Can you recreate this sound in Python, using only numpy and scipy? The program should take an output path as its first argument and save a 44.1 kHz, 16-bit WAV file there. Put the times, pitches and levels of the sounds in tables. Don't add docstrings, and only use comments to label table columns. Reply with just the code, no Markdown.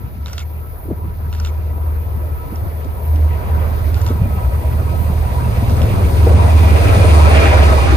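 import sys
import numpy as np
from scipy import signal
from scipy.fft import rfft, irfft, next_fast_len
from scipy.io import wavfile
from scipy.ndimage import uniform_filter1d

SR = 44100
rng = np.random.default_rng(int(sys.argv[2]) if len(sys.argv) > 2 else 0)


def transcribe(u):
    v = np.clip(np.atleast_2d(u).T, -1, 1)
    q = np.round(v * 32767).astype(np.int16)
    wavfile.write(sys.argv[1], SR, q)


N = 351036
SIDES = np.array([[1], [-1]])

# time_s, rate_hz
CRANK_RATE = [(0, 19.37), (6.9, 19.37), (7.1, 19.1), (7.3, 18.7), (7.5, 18.3), (7.7, 17.75), (7.96, 17.6)]
# time_s, level_db
FIRING_ORDER = [(0.0, -40), (0.6, -21.5), (0.82, -37), (0.9, -19), (0.96, -32), (1.199, -20.5),
                (1.92, -19.5), (2.35, -19.5), (2.47, -37), (2.55, -19), (2.71, -28.5), (2.77, -21.5),
                (2.93, -29), (3.13, -10), (3.27, -12), (3.43, -25), (3.51, -13.5), (4.15, -17), (4.27, -22),
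                (5.05, -13.5), (5.57, -22), (5.81, -13), (5.91, -28), (5.99, -12), (6.09, -18.5),
                (6.19, -10.5), (6.76, -8.5), (6.86, -17), (7.1, -5), (7.94, -13.5)]
# time_s, level_db
ORDER_5 = [(0.0, -35), (0.76, -45), (0.941, -33), (1.92, -35), (2.12, -27), (2.39, -39), (3.25, -30.5),
           (4.23, -18.5), (4.59, -32), (5.01, -21), (5.35, -31), (5.81, -17.5), (6.43, -14), (6.68, -22),
           (6.919, -10.5), (7.3, -15.5), (7.6, -13.5), (7.941, -24)]
# time_s, level_db
ORDER_2 = [(0.0, -58), (0.18, -46), (1.34, -34), (3.512, -34), (6.01, -24.5), (6.62, -47), (6.88, -23),
           (7.94, -32)]
ORDER_3 = [(0.0, -50), (2.22, -29), (2.66, -51), (2.97, -25.5), (3.19, -35), (4.81, -33), (5.01, -46),
           (5.21, -16), (5.37, -25), (6.27, -21), (6.43, -44), (6.559, -23), (6.85, -41), (6.94, -21),
           (7.05, -51), (7.96, -39)]
ORDER_3_5 = [(0.0, -35), (0.4, -31), (0.68, -50), (2.993, -33), (3.4, -28), (3.79, -24), (4.1, -25),
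             (4.4, -17.5), (4.948, -30), (5.9, -23.5), (6.8, -20), (7.1, -27), (7.94, -22)]
ORDER_6 = [(0.0, -53), (0.44, -40), (1.0, -43), (2.332, -63), (3.6, -35), (4.148, -25.5), (4.5, -31),
           (5.101, -25), (5.45, -24), (5.8, -24), (6.1, -21.5), (6.45, -47), (6.9, -19), (7.2, -40),
           (7.76, -42), (7.94, -38)]
# crank_multiple, level_curve, flutter_db, wander_rad
ORDERS = [(2, ORDER_2, 4, 1.3), (3, ORDER_3, 3, 1.2), (3.5, ORDER_3_5, 3, 1),
          (4, FIRING_ORDER, 1.2, .2), (5, ORDER_5, 2, .45), (6, ORDER_6, 3, 1.1)]

def exhaust():
    crank_phase = 2 * np.pi * np.cumsum(in_time(CRANK_RATE)[0]) / SR
    out = np.zeros((2, N))
    for order, curve, flutter_db, wander_rad in ORDERS:
        skew_rad = 0.039 + 0.069 * drift(0.45)
        phase = order * crank_phase + rng.uniform(0, 2 * np.pi) + wander_rad * drift(4.04)
        level_db = in_time(curve)[0] + flutter_db * drift(4.8)
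        out += np.sqrt(2) * amp(level_db) * np.sin(phase + skew_rad * SIDES)
    return out


# frequency_hz, density_db
ROAR_SPECTRUM = [(20, -46), (30, -29), (45, -5), (70, 10), (100, 4.5), (145, -1.5), (220, -8.5),
                 (630, -5.5), (850, -19), (1340, -26), (1740, -29), (2400, -25), (3120, -34), (4460, -36.5),
                 (6000, -43), (6800, -40), (7500, -40), (8500, -37), (10000, -38), (13000, -56),
                 (15500, -87)]
ROAR_EDGES = [140, 250, 350, 500, 680, 900, 1200, 1600, 2100, 3200, 7200]
# time_s, middle_db, bass_db, treble_db
ROAR_SWELL = [(0.0, -40, -37, -61.5), (0.22, -46, -43.5, -58.5), (0.64, -40, -43.5, -62.5),
              (1.11, -42.5, -39, -61), (1.42, -37, -41, -56.5), (1.75, -37, -37.5, -61.5),
              (2.59, -36, -36.5, -57), (2.93, -37, -37.5, -56.5), (3.23, -35, -34.5, -54),
              (3.61, -31.5, -35.5, -53), (3.9, -34, -34.5, -48.5), (4.26, -32, -36, -53),
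              (4.66, -32, -35, -52.5), (4.99, -34, -32.5, -50.5), (5.23, -31.5, -35, -49),
              (5.79, -29.5, -29, -44), (6.27, -26.5, -25.5, -43), (6.61, -23.5, -26.5, -40),
              (7.09, -22.5, -22, -34.5), (7.47, -18, -24, -34), (7.96, -20.5, -22.5, -36.5)]
# time_s, level_db
UPPER_BASS_SWELL = [(0.0, -42.5), (0.8, -47), (1.06, -41), (1.37, -44), (2.99, -43), (3.35, -36.5),
                    (4.06, -37), (4.3, -28.5), (4.5, -37), (4.9, -32), (5.28, -35), (5.56, -29),
                    (7.32, -27.5), (7.96, -32.5)]
# time_s, level_db
BOOM_SWELL = [(0.0, -46.5), (0.55, -43), (0.93, -42.5), (1.13, -43.5), (1.75, -39.5), (2.97, -37),
              (3.3, -34.5), (3.57, -31), (3.94, -33.5), (4.61, -33), (4.96, -32), (5.3, -32.5),
              (5.96, -27.5), (6.25, -29), (6.28, -22.5), (6.5, -24.5), (6.58, -27), (6.76, -22.5),
              (6.92, -21), (7.05, -21.5), (7.12, -22.5), (7.3, -18.5), (7.45, -19), (7.6, -17),
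              (7.76, -18.5), (7.82, -26), (7.96, -25)]
# time_s, level_db
RUSH_SWELL = [(0.0, -54.5), (0.73, -55.5), (1.53, -53), (2.95, -49.5), (3.59, -42.5), (4.43, -47.5),
              (5.28, -43.5), (5.96, -39.5), (6.52, -36), (6.89, -31), (7.25, -32.5), (7.36, -24.5),
              (7.47, -25), (7.62, -26.5), (7.74, -31), (7.96, -31)]
# time_s, level_db
HISS_SWELL = [(0, -78), (1.2, -74), (2.7, -62.5), (4.0, -56.5), (5.4, -50.5), (6.3, -45.5), (6.7, -42),
              (7.15, -38), (7.5, -41), (7.96, -44)]
# offset_db, extra_swell_ratio, flicker_db
ROAR_BANDS = [(4.5, -0.18, 1), (2.5, 0.05, 2.5), (-4.5, 0.32, 3), (-5, 0.018, 1), (-6, 0.24, 2.5),
              (-9.5, -0.019, 2), (-12, 0.13, 3), (-6.5, -0.069, 3), (-6.5, -0.0016, 1.5), (-4.5, 0.17, 2.5),
              (-1, 0.02, 0.82), (3, 0.032, 0.9)]
ABREAST_DB = -20

def roar():
    gust_db = 0.15 * drift(14.0)
    bands = noise_bands(ROAR_SPECTRUM, ROAR_EDGES)
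    middle, bass, treble = in_time(ROAR_SWELL)
    upper_bass, boom = in_time(UPPER_BASS_SWELL)[0], in_time(BOOM_SWELL)[0]
    rush, hiss = in_time(RUSH_SWELL)[0], in_time(HISS_SWELL)[0]
    curves = [bass, upper_bass, bass, (bass + boom) / 2, boom, boom, (boom + middle) / 2,
              rush, rush, rush, treble, hiss]
    out = np.zeros((2, N))
    for band, curve, (offset_db, extra_swell, flicker_db) in zip(bands, curves, ROAR_BANDS):
        swell_db = curve + offset_db + extra_swell * (curve - ABREAST_DB)
        out += band * amp(swell_db + gust_db + flicker_db * drift(14.8))
    return out


def nearness_db():
    return in_time(ROAR_SWELL)[0] - ABREAST_DB


# pitch_hz, bandwidth_hz, level_db
WHEEL_MODES = [(458, 25, 1), (632, 15, -4.5), (795.6, 24, 0.5), (1070, 33, -6), (1600, 50, -12.5),
               (1956, 28, -7), (2180, 38, -9), (2425, 42, -4), (2666, 17, -9.5), (3420, 270, -20),
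               (4380, 38, -19)]
# time_s, gain_db
SINGING_GAIN = [(0, 6), (3.5, -2.5), (5, 3.5), (6.4, 1.5), (6.8, 3.5), (7.25, 2.5), (7.42, 1), (7.6, -1.5),
                (7.96, -1)]

def wheel_singing():
    noise = stereo_noise(side_gain=1.14)
    modes = sum(amp(db + 3.5 * drift(14.5)) * rms_one(resonance(noise, hz, width_hz))
                for hz, width_hz, db in WHEEL_MODES)
    return modes * amp(-31.5 + 1.59 * nearness_db() + in_time(SINGING_GAIN)[0])


# pitch_hz, bandwidth_hz, level_db
DRONE_BANDS = [(967, 72, 4.5)]

def drone():
    noise = stereo_noise(side_gain=1.51)
    out = np.zeros((2, N))
    for hz, width_hz, db in DRONE_BANDS:
        band = resonance(resonance(noise, hz, width_hz), hz, width_hz)
        out += amp(db + 3 * drift(6.3)) * rms_one(band)
    return out * amp(-31.5 + 0.89 * nearness_db() + 1.3 * drift(2.0))


# time_s, pitch_hz, level_db, waver_hz
THIN_TONE_PATH = [(0, 1328, -59, 4.4), (0.6, 1320, -55.5, 3), (1.5, 1312, -55.5, 3.2),
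                  (2.5, 1303, -52.5, 2.2), (3.1, 1298, -59, 3.4), (3.6, 1293, -50.5, 3),
                  (4.2, 1288, -50, 2.6), (4.8, 1283, -51, 2.4), (5.3, 1280, -54, 4.7), (6.0, 1275, -44, 10),
                  (6.3, 1290, -63, 14), (6.7, 1300, -37, 19), (7.0, 1310, -29.5, 20), (7.5, 1310, -43, 22),
                  (7.7, 1270, -33, 24), (7.96, 1210, -37, 23)]

def thin_tone():
    hz, level_db, waver_hz = in_time(THIN_TONE_PATH)
    phase = 2 * np.pi * np.cumsum(hz + waver_hz * drift(21.4)) / SR
    return np.sqrt(2) * amp(level_db + 5.5 + 4.0 * drift(5.2)) * np.sin(phase + 1.12 * SIDES)


# time_s, pitch_hz, level_db
FAN_TONE = [(6.55, 2435, -48), (6.68, 2435, -40), (6.9, 2430, -43), (7.25, 2425, -42), (7.38, 2420, -39),
            (7.43, 2415, -31), (7.49, 2410, -40), (7.55, 2360, -37), (7.6, 2345, -46), (7.7, 2340, -50)]

def fan_whine(waver_hz=22, fade_s=0.12):
    hz, level_db = in_time(FAN_TONE)
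    t = np.arange(N) / SR
    facing = np.clip(np.minimum(t - FAN_TONE[0][0], FAN_TONE[-1][0] - t) / fade_s, 0, 1)
    gain = facing * amp(level_db + 2.5 * drift(24.1))
    phase = 2 * np.pi * np.cumsum(hz + waver_hz * drift(29.4)) / SR
    return np.sqrt(2) * gain * np.sin(phase)


# start_s, end_s, from_hz, to_hz, level_db
FLANGE_GLIDES = [(7.055, 7.095, 9150, 9050, -37), (7.13, 7.2, 8850, 8800, -35)]

def flange_squeals():
    out = np.zeros(N)
    for glide in FLANGE_GLIDES:
        add_glide(out, *glide)
    return out


# delay_s, gain_db
EXPOSURE_DELAYS = [(0, 1.5), (1.0676, -0.5), (3.684, -0.5), (5.437, -1.5)]
# start_s, level_db, thud_gain_db, tick_gain_db, t60_s
SHUTTER_CONTACTS = [(0.2595, -19.5, -2, -29, 0.0085), (0.268, -34, -1, -13, 0.029),
                    (0.281, -33, 2, -7, 0.023), (0.2874, -47, 5, -7, 0.02), (0.2964, -44, 8, -12, 0.022),
                    (0.331, -35, 6.5, 9.5, 0.026), (0.38, -20.5, -11, -26, 0.028),
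                    (0.392, -29, -3, -3, 0.032), (0.402, -34, -1, -7, 0.056)]
# start_s, level_db
LONE_CLICKS = [(2.558, -31), (2.845, -33), (3.159, -34)]
# start_s, end_s, level_db
GEAR_RATTLE = (.24, .45, -43.5)
# start_s, end_s, from_hz, to_hz, level_db
MOTOR_GLIDES = [(.24, .253, 5200, 5500, -52), (.358, .378, 6250, 6350, -54), (.406, .44, 7150, 6550, -50),
                (.41, .442, 2250, 2150, -43), (.4, .416, 3550, 3500, -39)]
# pitch_hz, gain_db, bandwidth_hz
CAMERA_MODES = [
    [(1410, 5, 82), (1760, -8.5, 720)],
    [(2180, -13, 86), (2730, -2.5, 220), (3580, -2, 110), (3000, -4, 1500)],
    [(4700, -3, 520), (5650, 0.5, 450), (8100, -14, 2600), (10400, -8, 1400)],
]

def camera(attack_s=0.00053):
    drive, motor = np.zeros((3, N)), np.zeros(N)
    t = np.arange(round(.08 * SR)) / SR
    contacts = [(start_s + delay_s, db + shot_db, *rest)
                for delay_s, shot_db in EXPOSURE_DELAYS for start_s, db, *rest in SHUTTER_CONTACTS]
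    contacts += [(start_s, db, -9, -3, .015) for start_s, db in LONE_CLICKS]
    for start_s, db, thud_db, tick_db, t60_s in contacts:
        i = round(start_s * SR)
        burst = rng.standard_normal(len(t)) * amp(db - 60 * t / t60_s) * np.minimum(t / attack_s, 1)
        drive[:, i:i + len(t)] += amp([[thud_db + 13.0], [7], [tick_db + 7.5]]) * burst
    gear_start_s, gear_end_s, gear_db = GEAR_RATTLE
    for delay_s, shot_db in EXPOSURE_DELAYS:
        i, k = round((gear_start_s + delay_s) * SR), round((gear_end_s + delay_s) * SR)
        rattle = signal.windows.tukey(k - i, .3) * rng.laplace(size=(3, k - i))
        drive[:, i:k] += amp(gear_db + shot_db) * rattle
        for start_s, end_s, from_hz, to_hz, db in MOTOR_GLIDES:
            add_glide(motor, start_s + delay_s, end_s + delay_s, from_hz, to_hz, db + shot_db)
    body = sum(amp(db) * resonance(force + 1e-18, hz, width_hz)
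               for force, modes in zip(drive, CAMERA_MODES) for hz, db, width_hz in modes)
    muffled = signal.sosfilt(signal.butter(8, 11200, fs=SR, output="sos"), motor + body)
    return np.array([muffled, np.roll(muffled, shift=3)]) * amp(-1.1 * SIDES)


# start_s, level_db, decay_s, centre_hz
LOW_THUMPS = [(0.785, -49, 0.0034, 194), (0.855, -23, 0.0045, 290), (0.88, -20, 0.0052, 228),
              (0.9, -21, 0.0049, 430), (0.908, -13.5, 0.0035, 300), (0.918, -20.5, 0.0051, 270),
              (0.926, -16, 0.003, 146), (0.931, -25, 0.0022, 537), (1.038, -24.5, 0.01, 256),
              (1.263, -25, 0.0032, 147), (2.516, -19.5, 0.0083, 290), (2.647, -21, 0.011, 151),
              (2.851, -22.5, 0.0041, 275), (3.518, -23, 0.0081, 152), (4.101, -12, 0.0064, 290),
              (4.148, -14, 0.005, 147), (4.214, -7, 0.0044, 157), (4.237, -17, 0.025, 196),
              (4.295, -32, 0.0039, 224), (5.1, -10, 0.0044, 144), (5.621, -15.5, 0.0052, 194),
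              (5.84, -8, 0.0022, 159), (6.269, -4.5, 0.0035, 377), (6.295, -14, 0.0033, 207),
              (6.305, -10.5, 0.0094, 386), (7.042, -6.5, 0.0029, 520), (7.171, -9, 0.0034, 614)]

def thumps(push_hz=90):
    out, size = np.zeros((2, N)), round(.08 * SR)
    t = np.arange(size) / SR
    for start_s, db, decay_s, centre_hz in LOW_THUMPS:
        age = t / decay_s
        noise = rng.standard_normal((3, 2 * size))
        band = signal.butter(3, [0.695 * centre_hz, 1.41 * centre_hz], "band", fs=SR, output="sos")
        dull = signal.sosfilt(band, noise[0] + 0.26 * noise[1:])
        lump = dull[:, size:] * age ** 0.81 * np.exp(1 - age)
        push = np.sin(2 * np.pi * push_hz * t) * np.exp(-0.5 * age)
        i = round(start_s * SR)
        out[:, i:i + size] += amp(db + 0.5) * (lump / np.abs(lump).max() + push)
    return out


# frequency_hz, density_db
INSECT_SPECTRUM = [(4000, -80), (7000, -53), (8500, -33), (9300, -17), (10500, -5), (12000, -0.5),
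                   (13000, 2.5), (14000, -5), (15000, -7), (15300, -14), (15700, -16)]
# time_s, level_db
INSECT_SWELL = [(0.0, -49), (0.22, -52.5), (0.8, -46), (0.91, -50), (1.64, -50.5), (1.84, -48), (2.79, -46),
                (2.88, -50), (3.08, -42), (3.19, -48.5), (4.01, -43.5), (4.23, -46.5), (4.77, -44.5),
                (4.92, -49), (4.99, -42.5), (5.23, -46.5), (6.27, -43.5), (6.36, -49), (6.63, -42.5),
                (7.83, -46.5), (7.92, -49), (7.96, -45)]

def insects():
    hiss, = noise_bands(INSECT_SPECTRUM, [])
    return hiss * amp(in_time(INSECT_SWELL)[0] + 3.5 + 0.7 * drift(10.0))


# frequency_hz, gain_db
SIDE_GAIN = [(30, -2), (60, -4), (110, -1.5), (200, -7.5), (380, -7), (700, 0), (1200, 2), (2400, -0.5),
             (4400, -2.5), (8000, -11)]
# frequency_hz, share_ratio
QUADRATURE = [(400, 0.23), (650, 0.33), (1000, 0.23), (1900, .4), (2600, -0.76), (3600, -1), (5000, 0.99),
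              (6200, 0.52), (7400, -0.25)]
# frequency_hz, left_minus_right_db
NOISE_BALANCE = [(60, -3), (130, -2), (290, 0.5), (640, 0.5), (1410, -0.5), (3100, -1.5), (6820, -3),
                 (15000, 2)]

def noise_bands(spectrum, edges_hz):
    size = next_fast_len(N)
    hz = np.maximum(np.arange(size // 2 + 1) * SR / size, 1)
    mid, side = rfft(rng.standard_normal((2, size))) * amp(at_hz(spectrum, hz))
    side = side * amp(at_hz(SIDE_GAIN, hz)) - 1j * at_hz(QUADRATURE, hz) * mid
    pair = (mid + SIDES * side) * amp(SIDES * at_hz(NOISE_BALANCE, hz) / 2)
    above = [1] + [np.clip(.5 + 2 * np.log2(hz / edge), 0, 1) for edge in edges_hz] + [0]
    bands = [irfft(pair * (lower - upper), size)[:, :N] for lower, upper in zip(above, above[1:])]
    return [band / np.std(band.mean(axis=0)) for band in bands]


def stereo_noise(side_gain):
    mid, side = rng.standard_normal((2, N))
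    return mid + side_gain * side * SIDES


def add_glide(out, start_s, end_s, from_hz, to_hz, db):
    i, size = round(start_s * SR), round((end_s - start_s) * SR)
    waver_hz = 900 * uniform_filter1d(rng.standard_normal(size), size=60)
    phase = 2 * np.pi * np.cumsum(np.linspace(from_hz, to_hz, size) + waver_hz) / SR
    out[i:i + size] += amp(db) * np.hanning(size) ** .5 * np.sin(phase)


def resonance(x, hz, width_hz):
    r = np.exp(-np.pi * width_hz / SR)
    feedback = [1, -2 * r * np.cos(2 * np.pi * hz / SR), r * r]
    return signal.lfilter(np.array([1, 0, -1]) * (1 - r * r) / 2, feedback, x)


def drift(rate_hz, step=40):
    r = np.exp(-2 * np.pi * step * rate_hz / SR)
    slow = signal.lfilter([1], [1, -2 * r, r * r], rng.standard_normal(N // step + 2002))[2000:]
    return np.interp(np.arange(N) / step, np.arange(len(slow)), rms_one(slow))


def in_time(rows):
    time_s, *columns = np.transpose(rows)
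    return [np.interp(np.arange(N) / SR, time_s, column) for column in columns]


def at_hz(spectrum, hz):
    points_hz, values = np.transpose(spectrum)
    return np.interp(np.log(hz), np.log(points_hz), values)


def amp(db):
    return 10 ** (np.asarray(db) / 20)


def rms_one(x):
    return x / np.sqrt(np.mean(x ** 2) + 1e-20)


# time_s, left_minus_right_db
ENGINE_BALANCE = [(0.0, 4), (0.4, 1.5), (2.91, 1.5), (3.97, -4.5), (4.53, 2.5), (5.01, -5.5), (5.73, 1),
                  (6.41, -2), (7.94, -1)]

def scene():
    engine = (exhaust() + fan_whine()) * amp(in_time(ENGINE_BALANCE)[0] * SIDES / 2)
    train = engine + roar() + wheel_singing() + drone() + thin_tone() + flange_squeals()
    return train + insects() + thumps() + camera()


def record(dry, treble_hz=7400, lag_s=1 / 4625):
    size = next_fast_len(2 * N)
    hz = np.arange(size // 2 + 1) * SR / size
    spectrum = rfft(np.pad(dry, [(0, 0), (0, size - N)], "reflect"))
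    mono_share = .8 * np.clip((hz - treble_hz) / 1200, 0, 1)
    spectrum = (1 - mono_share) * spectrum + mono_share * spectrum.mean(axis=0)
    lag_cycles = (hz * lag_s - 2) * np.clip(1 + (hz - treble_hz) / 1500, 0, 1)
    ports = irfft(spectrum * np.exp(-1j * np.pi * SIDES * lag_cycles), size)[:, :N]
    ports = signal.sosfilt(signal.butter(2, 30, "high", fs=SR, output="sos"), ports)
    rounded = ports / (1 + np.abs(ports / 1.03) ** 5) ** (1 / 5)
    top_cut = signal.ellip(12, .5, 80, 15700, fs=SR, output="sos")
    return np.clip(signal.sosfilt(top_cut, rounded), -1, 1)


dry = scene()
out = record(dry)
transcribe(out)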